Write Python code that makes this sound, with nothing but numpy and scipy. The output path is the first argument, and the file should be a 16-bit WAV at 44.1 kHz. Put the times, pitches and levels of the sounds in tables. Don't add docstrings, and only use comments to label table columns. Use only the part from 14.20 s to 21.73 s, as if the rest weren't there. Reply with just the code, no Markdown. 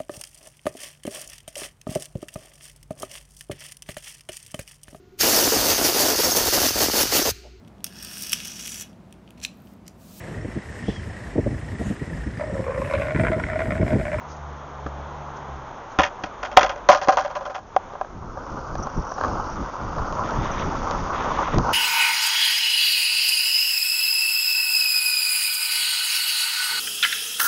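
import sys
import numpy as np
from scipy import signal
from scipy.fft import rfft, irfft, next_fast_len
from scipy.io import wavfile

SR = 44100
rng = np.random.default_rng(int(sys.argv[2]) if len(sys.argv) > 2 else 0)


def unload_audio(sound):
    columns = np.transpose(np.atleast_2d(sound))
    steps = np.round(np.clip(columns, -1, 1) * 32767)
    wavfile.write(sys.argv[1], SR, steps.astype(np.int16))


def convert_level_to_amplitude(level_db):
    exponent = np.asarray(level_db, float) / 20
    return 10 ** exponent


N = 332073

# frequency in Hz, level in dB per Hz.
TRAFFIC_COLOUR = [(12, -21.5), (25, -6.5), (50, -11.5), (100, -12.5), (200, -13.5), (400, -12), (620, -8.5),
                  (950, -6), (1300, -10.5), (1800, -21.5), (2700, -30), (3400, -29), (3900, -35.5),
                  (5000, -46.5)]
# time in seconds, level in dB.
TRAFFIC_LEVEL = [(0.0, -39.5), (1.25, -36.5), (1.5, -37.5), (2.75, -38), (3.0, -38), (3.22, -41),
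                 (3.4, -47), (3.58, -40.5), (3.71, -38.5), (4.0, -45), (4.6, -47)]
# frequency in Hz, level in dB per Hz.
RUSTLE_COLOUR = [(2800, -25), (3800, -8), (4700, -7), (5500, -3), (6300, 0), (7800, 0), (9000, -40)]
LEAVES_DB, LEAVES_FOLLOW, LEAVES_END_S = -59.5, .45, 4.3
# middle in seconds, half length in seconds, level in dB.
SLEEVE_BRUSHES = [
    (.115, .028, -53),
    (.17, .006, -55),
    (.67, .006, -56),
    (1.17, .008, -56),
    (1.72, .014, -56),
]

# time in seconds, lowest firing pitch in Hz, level in dB,
# tilt in dB per order.
ENGINE_HIGH = [(0, 74.96, -50, 4), (.25, 73.4, -38, -7), (.45, 72.1, -48, -2), (.7, 69.8, -37, -7),
               (.95, 73.04, -43, -.5), (1.2, 71.4, -46, 0), (1.36, 66.6, -40, -4), (1.45, 66, -48, 0),
               (1.53, 67, -60, 0)]
# time in seconds, lowest firing pitch in Hz, level in dB,
# tilt in dB per order.
ENGINE_LOW = [(2.05, 51.4, -60, 0), (2.2, 47.04, -47, -11), (2.45, 48.9, -43, -18), (2.75, 47.5, -52, -16),
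              (3.3, 48.7, -52, -16)]
THIRD_ORDER_DB = -8.0

# frequency in Hz, level in dB, time to fall 60 dB in seconds.
SLAB_MODES = [(75, -8, .2), (190, -5, .08), (300, 0, .055), (430, -2, .032)]
# time in seconds, level in dB, extra weight in dB per octave down.
LANDINGS = [
    (0.662, -25, -4),
    (1.79, -14, -1.0),
    (2.039, -28, -2.0),
    (2.37, -23, 0),
    (2.689, -26, -3.5),
    (2.884, -23, -8),
]

# frequency in Hz, level in dB, time to fall 60 dB in seconds.
DECK_MODES = [(490, -16.5, 0.09), (544, -2, 0.047), (603, -1, 0.076), (670, -4.5, 0.023),
              (761, -3.5, 0.096), (871, -8, 0.04), (1021, -3.5, .06), (1220, -4, 0.049),
              (1438, -4.5, 0.027), (1645, -7.5, 0.057)]
# frequency in Hz, level in dB, time to fall 60 dB in seconds.
TRUCK_MODES = [(1670, 11, 0.003), (2200, 5.5, 0.0041), (2470, -5.5, 0.016), (2800, -7, 0.011),
               (3250, -6.5, 0.011), (3806, -6, 0.0054)]
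# frequency in Hz, level in dB, time to fall 60 dB in seconds.
BOLT_MODES = [(3900, 1, 0.0025), (4950, -13.5, 0.0023), (4840, -3.5, 0.0019), (6150, 1.5, 0.0017),
              (6600, -5, 0.0013), (6930, -2, 0.0028)]

# time in seconds, peak in dB, loudest ring in Hz,
# metal over wood in dB.
SHOE_KNOCKS = [
    (0.664, -15, 1020, -27),
    (2.874, -10, 604, -21),
    (3.564, 1, 800, -24),
    (3.735, -20.5, 738, -26),
    (3.752, -17.5, 729, -30),
    (3.812, -8, 620, -28),
    (3.846, -20, 729, -28),
    (4.172, -16.5, 520, -45),
]
# time in seconds, peak in dB, loudest ring in Hz,
# metal over wood in dB.
DROPS = [(1.788, -1.5, 1400, -12), (1.798, -4, 1200, -14), (1.806, -10.5, 999, -9), (1.819, -14, 980, -8),
         (1.834, -10, 947, -4), (1.852, -19.5, 900, -6), (1.865, -22, 1010, -2), (2.037, -16, 711, -6.5),
         (2.23, -14, 1220, -12), (2.252, -20, 900, -6), (2.315, -24.5, 740, -9.5), (2.367, -9, 670, -11),
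         (2.371, 10.5, 800, -12), (2.394, -6.5, 900, -7), (2.411, -8, 1000, -8), (2.431, -8, 900, -4),
         (2.462, -15, 770, -11.5), (2.494, -15.5, 533, -7), (2.519, -22.5, 595, -12), (2.56, -23, 684, -13)]
# time in seconds, peak in dB, loudest ring in Hz,
# metal over wood in dB.
STEPS = [(2.689, 7, 800, -16), (2.694, 0, 780, -25), (2.716, -5, 900, -11), (2.727, -7.5, 766, -17),
         (2.748, -5.5, 770, -14), (2.789, -28, 581, -9), (2.815, -14, 700, -14), (2.844, -22, 565, -11),
         (2.885, 2.5, 760, -20), (2.929, -11, 600, -17), (2.971, -3, 1010, -19), (2.984, -12, 1000, -15),
         (3.006, -23, 746, -6), (3.024, -20, 848, -16)]
# time in seconds, peak in dB, loudest ring in Hz,
# metal over wood in dB.
ROCKS = [(3.049, -15, 760, -17), (3.1, -20, 580, -21), (3.156, -14, 1010, -19), (3.21, -21, 557, -24),
         (3.255, -15, 700, -22), (3.299, -19, 603, -22), (3.348, -17, 900, -15), (3.379, -25, 896, -17)]
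# time in seconds, peak in dB, loudest ring in Hz,
# metal over wood in dB.
ROAD_TICKS = [(4.554, -12, 1050, -29), (4.67, -11, 958, -34), (4.919, -14, 1250, -31),
              (4.981, -13, 910, -30), (5.011, -9, 1280, -32), (5.037, -10, 1220, -29),
              (5.047, -11, 1100, -29), (5.081, -13, 988, -29), (5.784, -15, 1280, -30),
              (5.925, -15, 579, -23), (6.108, -17, 1070, -22), (6.711, -8, 511, -22),
              (7.345, -12, 501, -28), (7.384, -6, 950, -19)]

BUZZ_DB, BUZZ_FOLLOWS, BUZZ_METAL_DB, BUZZ_METAL_FOLLOWS = -24.5, .55, -4.0, .55
BUZZ_HOLD_S, BUZZ_HOLD_FOLLOWS, BUZZ_T60_S = .045, .42, .075
BARE_BOLTS_DB, LOADED_BOLTS_DB, RESTING_BOLTS_DB = -4.0, 2.0, 0.0
DECK_LINGERS = 1.8

# peak time in seconds, half length in seconds, level in dB.
GUSTS = [(3.6, .25, -46), (4.04, .1, -35), (4.36, .04, -36), (4.6, .05, -31), (4.78, .03, -28),
         (5.12, .06, -32), (5.4, .05, -29), (5.75, .12, -32), (6.0, .1, -32), (6.19, .03, -23),
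         (6.4, .12, -28), (6.78, .06, -29), (7.37, .04, -15)]
# frequency in Hz, level in dB per Hz.
WIND_COLOUR = [(8.8, -31), (15, -1.5), (36, 2.5), (193, -6), (282, -9.5), (407, -12), (500, -17.5),
               (650, -36.5), (1100, -120)]

# time in seconds, level in dB.
SPEED = [(3.88, -53), (4.12, -39), (4.34, -34), (4.7, -35), (4.94, -33), (5.06, -28.5), (5.25, -30.5),
         (5.62, -33), (5.9, -30), (6.24, -27), (6.45, -29), (6.66, -27), (6.92, -27), (7.21, -25.5),
         (7.38, -29), (7.53, -21)]
CRUISE_DB, WIND_DB, WIND_FOLLOWS = -30, -35.5, .9
HISS_DB, HISS_FOLLOWS, GRIT_DB, GRIT_FOLLOWS = -49, 1.05, -52.5, 1.2
# frequency in Hz, level in dB per Hz.
RUMBLE_COLOUR = [(150, -24.5), (260, -4.5), (400, -9.5), (540, -1.5), (680, -3.5), (980, 1), (1300, -1),
                 (1550, -8.5), (1850, -33.5), (2300, -33), (3200, -28)]
# frequency in Hz, level in dB per Hz.
GRIT_COLOUR = [(1300, 0), (1800, 2.5), (2400, -3.5), (3000, -6), (3500, -3.5), (3900, -9), (4600, -16.5),
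               (5600, -26.5)]
# frequency in Hz, level in dB per Hz.
HISS_COLOUR = [(2500, -26), (3500, -8), (4200, -4), (5000, -2), (5900, 0), (6500, -1), (7800, -2),
               (9000, -40)]
# start in seconds, length in seconds, grit level in dB.
ROUGH_PATCHES = [
    (4.27, .08, -55),
    (4.58, .3, -55),
    (5.3, .7, -51),
    (6.04, .86, -44),
    (6.23, .2, -39.5),
    (6.93, .44, -37.5),
]
PATCH_EDGE_S = .03

# start in seconds, length in seconds, peak in dB, pitch in Hz.
CHATTER_SPELLS = [(4.315, .02, -36, 5600), (4.573, .05, -31, 5900), (4.698, .13, -35, 5680),
                  (4.843, .04, -33, 5800), (4.891, .07, -26, 5830), (5.06, .04, -35, 6200),
                  (5.272, .07, -30, 5700), (5.877, .04, -35, 6000), (6.106, .02, -33, 5900),
                  (6.311, .14, -31, 5940)]
CHATTER_GAP_S, CHATTER_SPREAD_DB = .0245, 3.0

# frequency in Hz, level in dB.
TOP_CUT = [(6300, 0), (6700, -3), (7000, -10), (7200, -20), (7400, -38), (7550, -70)]


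def unit(x):
    return x / np.sqrt(np.mean(x ** 2) + 1e-20)


def in_time(rows, before_db=-90):
    s, *columns = np.transpose(rows)
    return [np.interp(np.arange(N) / SR, s, c, left=before_db) for c in columns]


def drift(rate):
    r = np.exp(-80 * np.pi * rate / SR)
    noise = rng.standard_normal(N // 40 + 2002)
    slow = signal.lfilter([1], [1, -2 * r, r * r], noise)[2000:]
    return unit(slow - slow.mean())


def waver(db):
    return np.interp(np.arange(N) / 40, np.arange(len(db)), convert_level_to_amplitude(db))


def ring(clicks, hz, t60):
    r, w = convert_level_to_amplitude(-60 / (t60 * SR)), 2 * np.pi * hz / SR
    return signal.lfilter([0, np.sin(w)], [1, -2 * r * np.cos(w), r * r], clicks + 1e-18)


def high_pass(x, hz):
    return signal.sosfilt(signal.butter(2, hz, "high", fs=SR, output="sos"), x)


def grains(length, per_s, spread_db):
    sizes = convert_level_to_amplitude(spread_db * np.minimum(rng.exponential(1, length), 4))
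    sizes = sizes * rng.choice([-1, 1], length)
    return sizes * (rng.random(length) < per_s / SR)


def coloured(sources, spectrum, together_db, patchy_db, flicker, start=0):
    hz, level_db = np.transpose(spectrum)
    edges = hz[0] * 2 ** np.arange(0, np.log2(hz[-1] / hz[0]) + .2, 1 / 3)
    out, together, first = np.zeros(N), drift(flicker), start * SR
    for k, (low, high) in enumerate(zip(edges, edges[1:])):
        band_pass = signal.butter(2, [low, high], "band", fs=SR, output="sos")
        band = signal.sosfilt(band_pass, sources[k % 2][first:])
        out[first:] += band * waver(together_db * together + patchy_db * drift(flicker))[first:]
    size = next_fast_len(N)
    bins_hz = np.arange(size // 2 + 1) * SR / size
    colour_db = np.interp(np.log(bins_hz + 1), np.log(hz), level_db)
    out = irfft(rfft(out, size) * convert_level_to_amplitude(colour_db), size)[:N]
    return out / np.std(out[first:])


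def street():
    traffic_db, = in_time(TRAFFIC_LEVEL)
    white = rng.standard_normal((2, N))
    traffic = coloured(white, TRAFFIC_COLOUR, together_db=.3, patchy_db=.7, flicker=7)
    rustle = coloured(white[::-1], RUSTLE_COLOUR, together_db=.6, patchy_db=.3, flicker=40)
    t = np.arange(N) / SR
    cloth = sum(convert_level_to_amplitude(db) * np.exp(-((t - s) / half) ** 2) for s, half, db in SLEEVE_BRUSHES)
    leaves = convert_level_to_amplitude(LEAVES_DB + LEAVES_FOLLOW * (traffic_db - TRAFFIC_LEVEL[0][1]))
    leaves = leaves * np.clip((LEAVES_END_S - t) / .2, 0, 1)
    return convert_level_to_amplitude(traffic_db) * traffic + (leaves + cloth) * rustle


def engine(rows):
    fade_in = (rows[0][0] - .05, rows[0][1], -90, 0)
    fade_out = (rows[-1][0] + .05, rows[-1][1], -90, 0)
    hz, level_db, tilt_db = in_time([fade_in] + rows + [fade_out], before_db=0)
    phase = 2 * np.pi * np.cumsum(hz * waver(.07 * drift(5))) / SR
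    level_db = np.where(hz > 0, level_db, -90)
    out = np.zeros(N)
    for k in range(3):
        order_db = level_db + k * tilt_db + (k == 2) * THIRD_ORDER_DB
        out += np.sqrt(2) * convert_level_to_amplitude(order_db) * waver(1.8 * drift(9)) * np.sin((k + 1) * phase + k)
    return out


def ground():
    out = np.zeros(N)
    for hz, mode_db, t60 in SLAB_MODES:
        clicks = np.zeros(N)
        for s, level_db, weight_db in LANDINGS:
            clicks[round(s * SR)] = convert_level_to_amplitude(level_db + mode_db + weight_db * np.log2(300 / hz))
        out += ring(clicks, hz, t60)
    return out


def blows(table, per_s, damping, first, lead, rattle, bolts_db, focus_db):
    out, t = np.zeros(N + SR), np.arange(SR // 5) / SR
    for s, peak_db, near_hz, metal_db in table:
        burst = 0.28 * grains(len(t), per_s, spread_db=5.0) * convert_level_to_amplitude(-60 * t / max(rattle, .003))
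        burst *= np.minimum((t + 1 / SR) / lead, 1)
        burst[round(lead * SR)] += first
        strength_db = rng.normal(0, 0.95, 30)
        soft = signal.lfilter([.3], [1, -.7], burst)
        body = 0
        for k, (hz, db, t60) in enumerate(DECK_MODES):
            mode_db = db + strength_db[k] - focus_db * abs(np.log2(hz / near_hz))
            body = body + ring(soft, hz, t60 * damping) * convert_level_to_amplitude(mode_db) * (-1) ** k
        sound = body / np.abs(body).max()
        for modes, over_db in ((TRUCK_MODES, metal_db), (BOLT_MODES, metal_db + bolts_db)):
            metal = sum(ring(burst, hz, t60) * convert_level_to_amplitude(db + strength_db[k + 12]) * (-1) ** k
                        for k, (hz, db, t60) in enumerate(modes))
            sound = sound + convert_level_to_amplitude(over_db + 10.5) * metal / np.abs(metal).max()
        at = round((s - lead) * SR)
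        out[at:at + len(t)] += convert_level_to_amplitude(peak_db - 4.5) * sound
    return out[:N]


def shoe_and_stones():
    ticks = blows(SHOE_KNOCKS, per_s=2500, damping=.3, first=1.8, lead=.002, rattle=.02,
                  bolts_db=-4.0, focus_db=5.0)
    ticks = ticks + blows(ROAD_TICKS, per_s=2500, damping=.2, first=1.1, lead=.002, rattle=.013,
                          bolts_db=6.0, focus_db=8.0)
    return high_pass(ticks, 380)


def drops_and_steps():
    knocks = blows(DROPS, per_s=2200, damping=0.5, first=1.72, lead=.0007, rattle=.065,
                   bolts_db=-6.5, focus_db=9.0)
    knocks = knocks + blows(STEPS, per_s=2200, damping=0.55, first=1.72, lead=.0007, rattle=.07,
                            bolts_db=-2.0, focus_db=9.0)
    knocks = knocks + blows(ROCKS, per_s=2600, damping=0.6, first=.7, lead=.006, rattle=.08,
                            bolts_db=-4.0, focus_db=8.0)
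    return high_pass(knocks, 260)


def buzz():
    t, shake = np.arange(SR // 2) / SR, np.zeros((3, 4 * SR))
    lingers = np.array([[DECK_LINGERS], [1], [1]])
    for table, bolts_db in ((DROPS, BARE_BOLTS_DB), (STEPS, LOADED_BOLTS_DB), (ROCKS, RESTING_BOLTS_DB)):
        for s, peak_db, near_hz, metal_db in table:
            hold, at = BUZZ_HOLD_S * convert_level_to_amplitude(BUZZ_HOLD_FOLLOWS * peak_db), round(s * SR)
            fall_db = 60 * np.maximum(t - hold, 0) / BUZZ_T60_S / lingers
            dying = convert_level_to_amplitude(BUZZ_DB + BUZZ_FOLLOWS * peak_db - fall_db)
            trucks_db = BUZZ_METAL_DB + BUZZ_METAL_FOLLOWS * metal_db
            dying = dying * convert_level_to_amplitude(np.array([[0], [trucks_db], [trucks_db + bolts_db - 3]]))
            shake[:, at:at + len(t)] = np.maximum(shake[:, at:at + len(t)], dying)
    contacts = grains(N, 1500 * waver(5.0 * drift(60)), spread_db=4.2)[:4 * SR]
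    parts = []
    for modes in (DECK_MODES, TRUCK_MODES, BOLT_MODES):
        parts.append(unit(sum(ring(contacts, hz, t60) * convert_level_to_amplitude(db) * (-1) ** k
                              for k, (hz, db, t60) in enumerate(modes))))
    return np.pad((shake * parts).sum(axis=0), (0, N - 4 * SR))


def wind(speed_db):
    t = np.arange(N) / SR
    gust_power = sum(convert_level_to_amplitude(db) ** 2 * np.exp(-((t - s) / half) ** 2) for s, half, db in GUSTS)
    level = np.sqrt(convert_level_to_amplitude(WIND_DB + WIND_FOLLOWS * speed_db) ** 2 + gust_power)
    white = rng.standard_normal((2, N))
    return level * coloured(white, WIND_COLOUR, together_db=2.5, patchy_db=0.6, flicker=7.1, start=2)


def wheels(speed_db):
    t = np.arange(N) / SR
    patch_power = np.zeros(N)
    for s, length, db in ROUGH_PATCHES:
        inside = np.minimum(t - s, s + length - t)
        patch_power += convert_level_to_amplitude(db) ** 2 * np.clip(inside / PATCH_EDGE_S + .5, 0, 1)
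    grit_gain = np.sqrt(convert_level_to_amplitude(GRIT_DB + GRIT_FOLLOWS * speed_db) ** 2 + patch_power)
    stones = [grains(N, 2500 * waver(2.8 * drift(25)), spread_db=4.5) for side in range(2)]
    crunch = [grains(N, 6000, spread_db=2.5) for side in range(2)]
    gritty = [a + 1.6 * b for a, b in zip(stones, crunch)]
    hissy = [.4 * a + b for a, b in zip(stones, crunch)]
    rumble = coloured(stones, RUMBLE_COLOUR, together_db=1.4, patchy_db=1.2, flicker=16, start=3)
    grit = coloured(gritty, GRIT_COLOUR, together_db=1.0, patchy_db=.6, flicker=35, start=3)
    hiss = coloured(hissy, HISS_COLOUR, together_db=.9, patchy_db=.7, flicker=30, start=3)
    hiss_gain = convert_level_to_amplitude(HISS_DB + HISS_FOLLOWS * speed_db)
    return convert_level_to_amplitude(CRUISE_DB + speed_db) * rumble + grit_gain * grit + hiss_gain * hiss


def bearings():
    out, t = np.zeros(N + SR), np.arange(SR // 15) / SR
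    for start, length, peak_db, hz in CHATTER_SPELLS:
        times = np.arange(start, start + length, CHATTER_GAP_S)
        for s, chance in zip(times, rng.standard_normal((8, 3))):
            burst = grains(len(t), 2500, spread_db=3.0) * np.minimum(t / .002, 1) * convert_level_to_amplitude(-60 * t / .07)
            pitch = hz * (1 + .015 * chance[0])
            click = ring(ring(burst, pitch, .004), pitch, .004)
            at = round((s + .002 * chance[1]) * SR)
            gain = convert_level_to_amplitude(peak_db - 9.5 + CHATTER_SPREAD_DB * chance[2])
            out[at:at + len(t)] += gain * click / np.abs(click).max()
    return out[:N]


def scene():
    speed_db = in_time(SPEED)[0] - CRUISE_DB
    behind = street() + engine(ENGINE_HIGH) + engine(ENGINE_LOW)
    board = ground() + shoe_and_stones() + drops_and_steps() + buzz()
    rolling = wind(speed_db) + wheels(speed_db) + bearings()
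    return (behind + board + rolling)[None]


def roll_off(x):
    return signal.sosfilt(signal.butter(12, 7450, fs=SR, output="sos"), x)


def record(dry):
    size = next_fast_len(N + SR)
    bins_hz = np.arange(size // 2 + 1) * SR / size
    cut_db = np.interp(bins_hz, *np.transpose(TOP_CUT))
    x = irfft(rfft(dry, size) * convert_level_to_amplitude(cut_db), size)[:, :N]
    return roll_off(np.clip(x, -.99, .99))


dry = scene()
out = record(dry)
unload_audio(out)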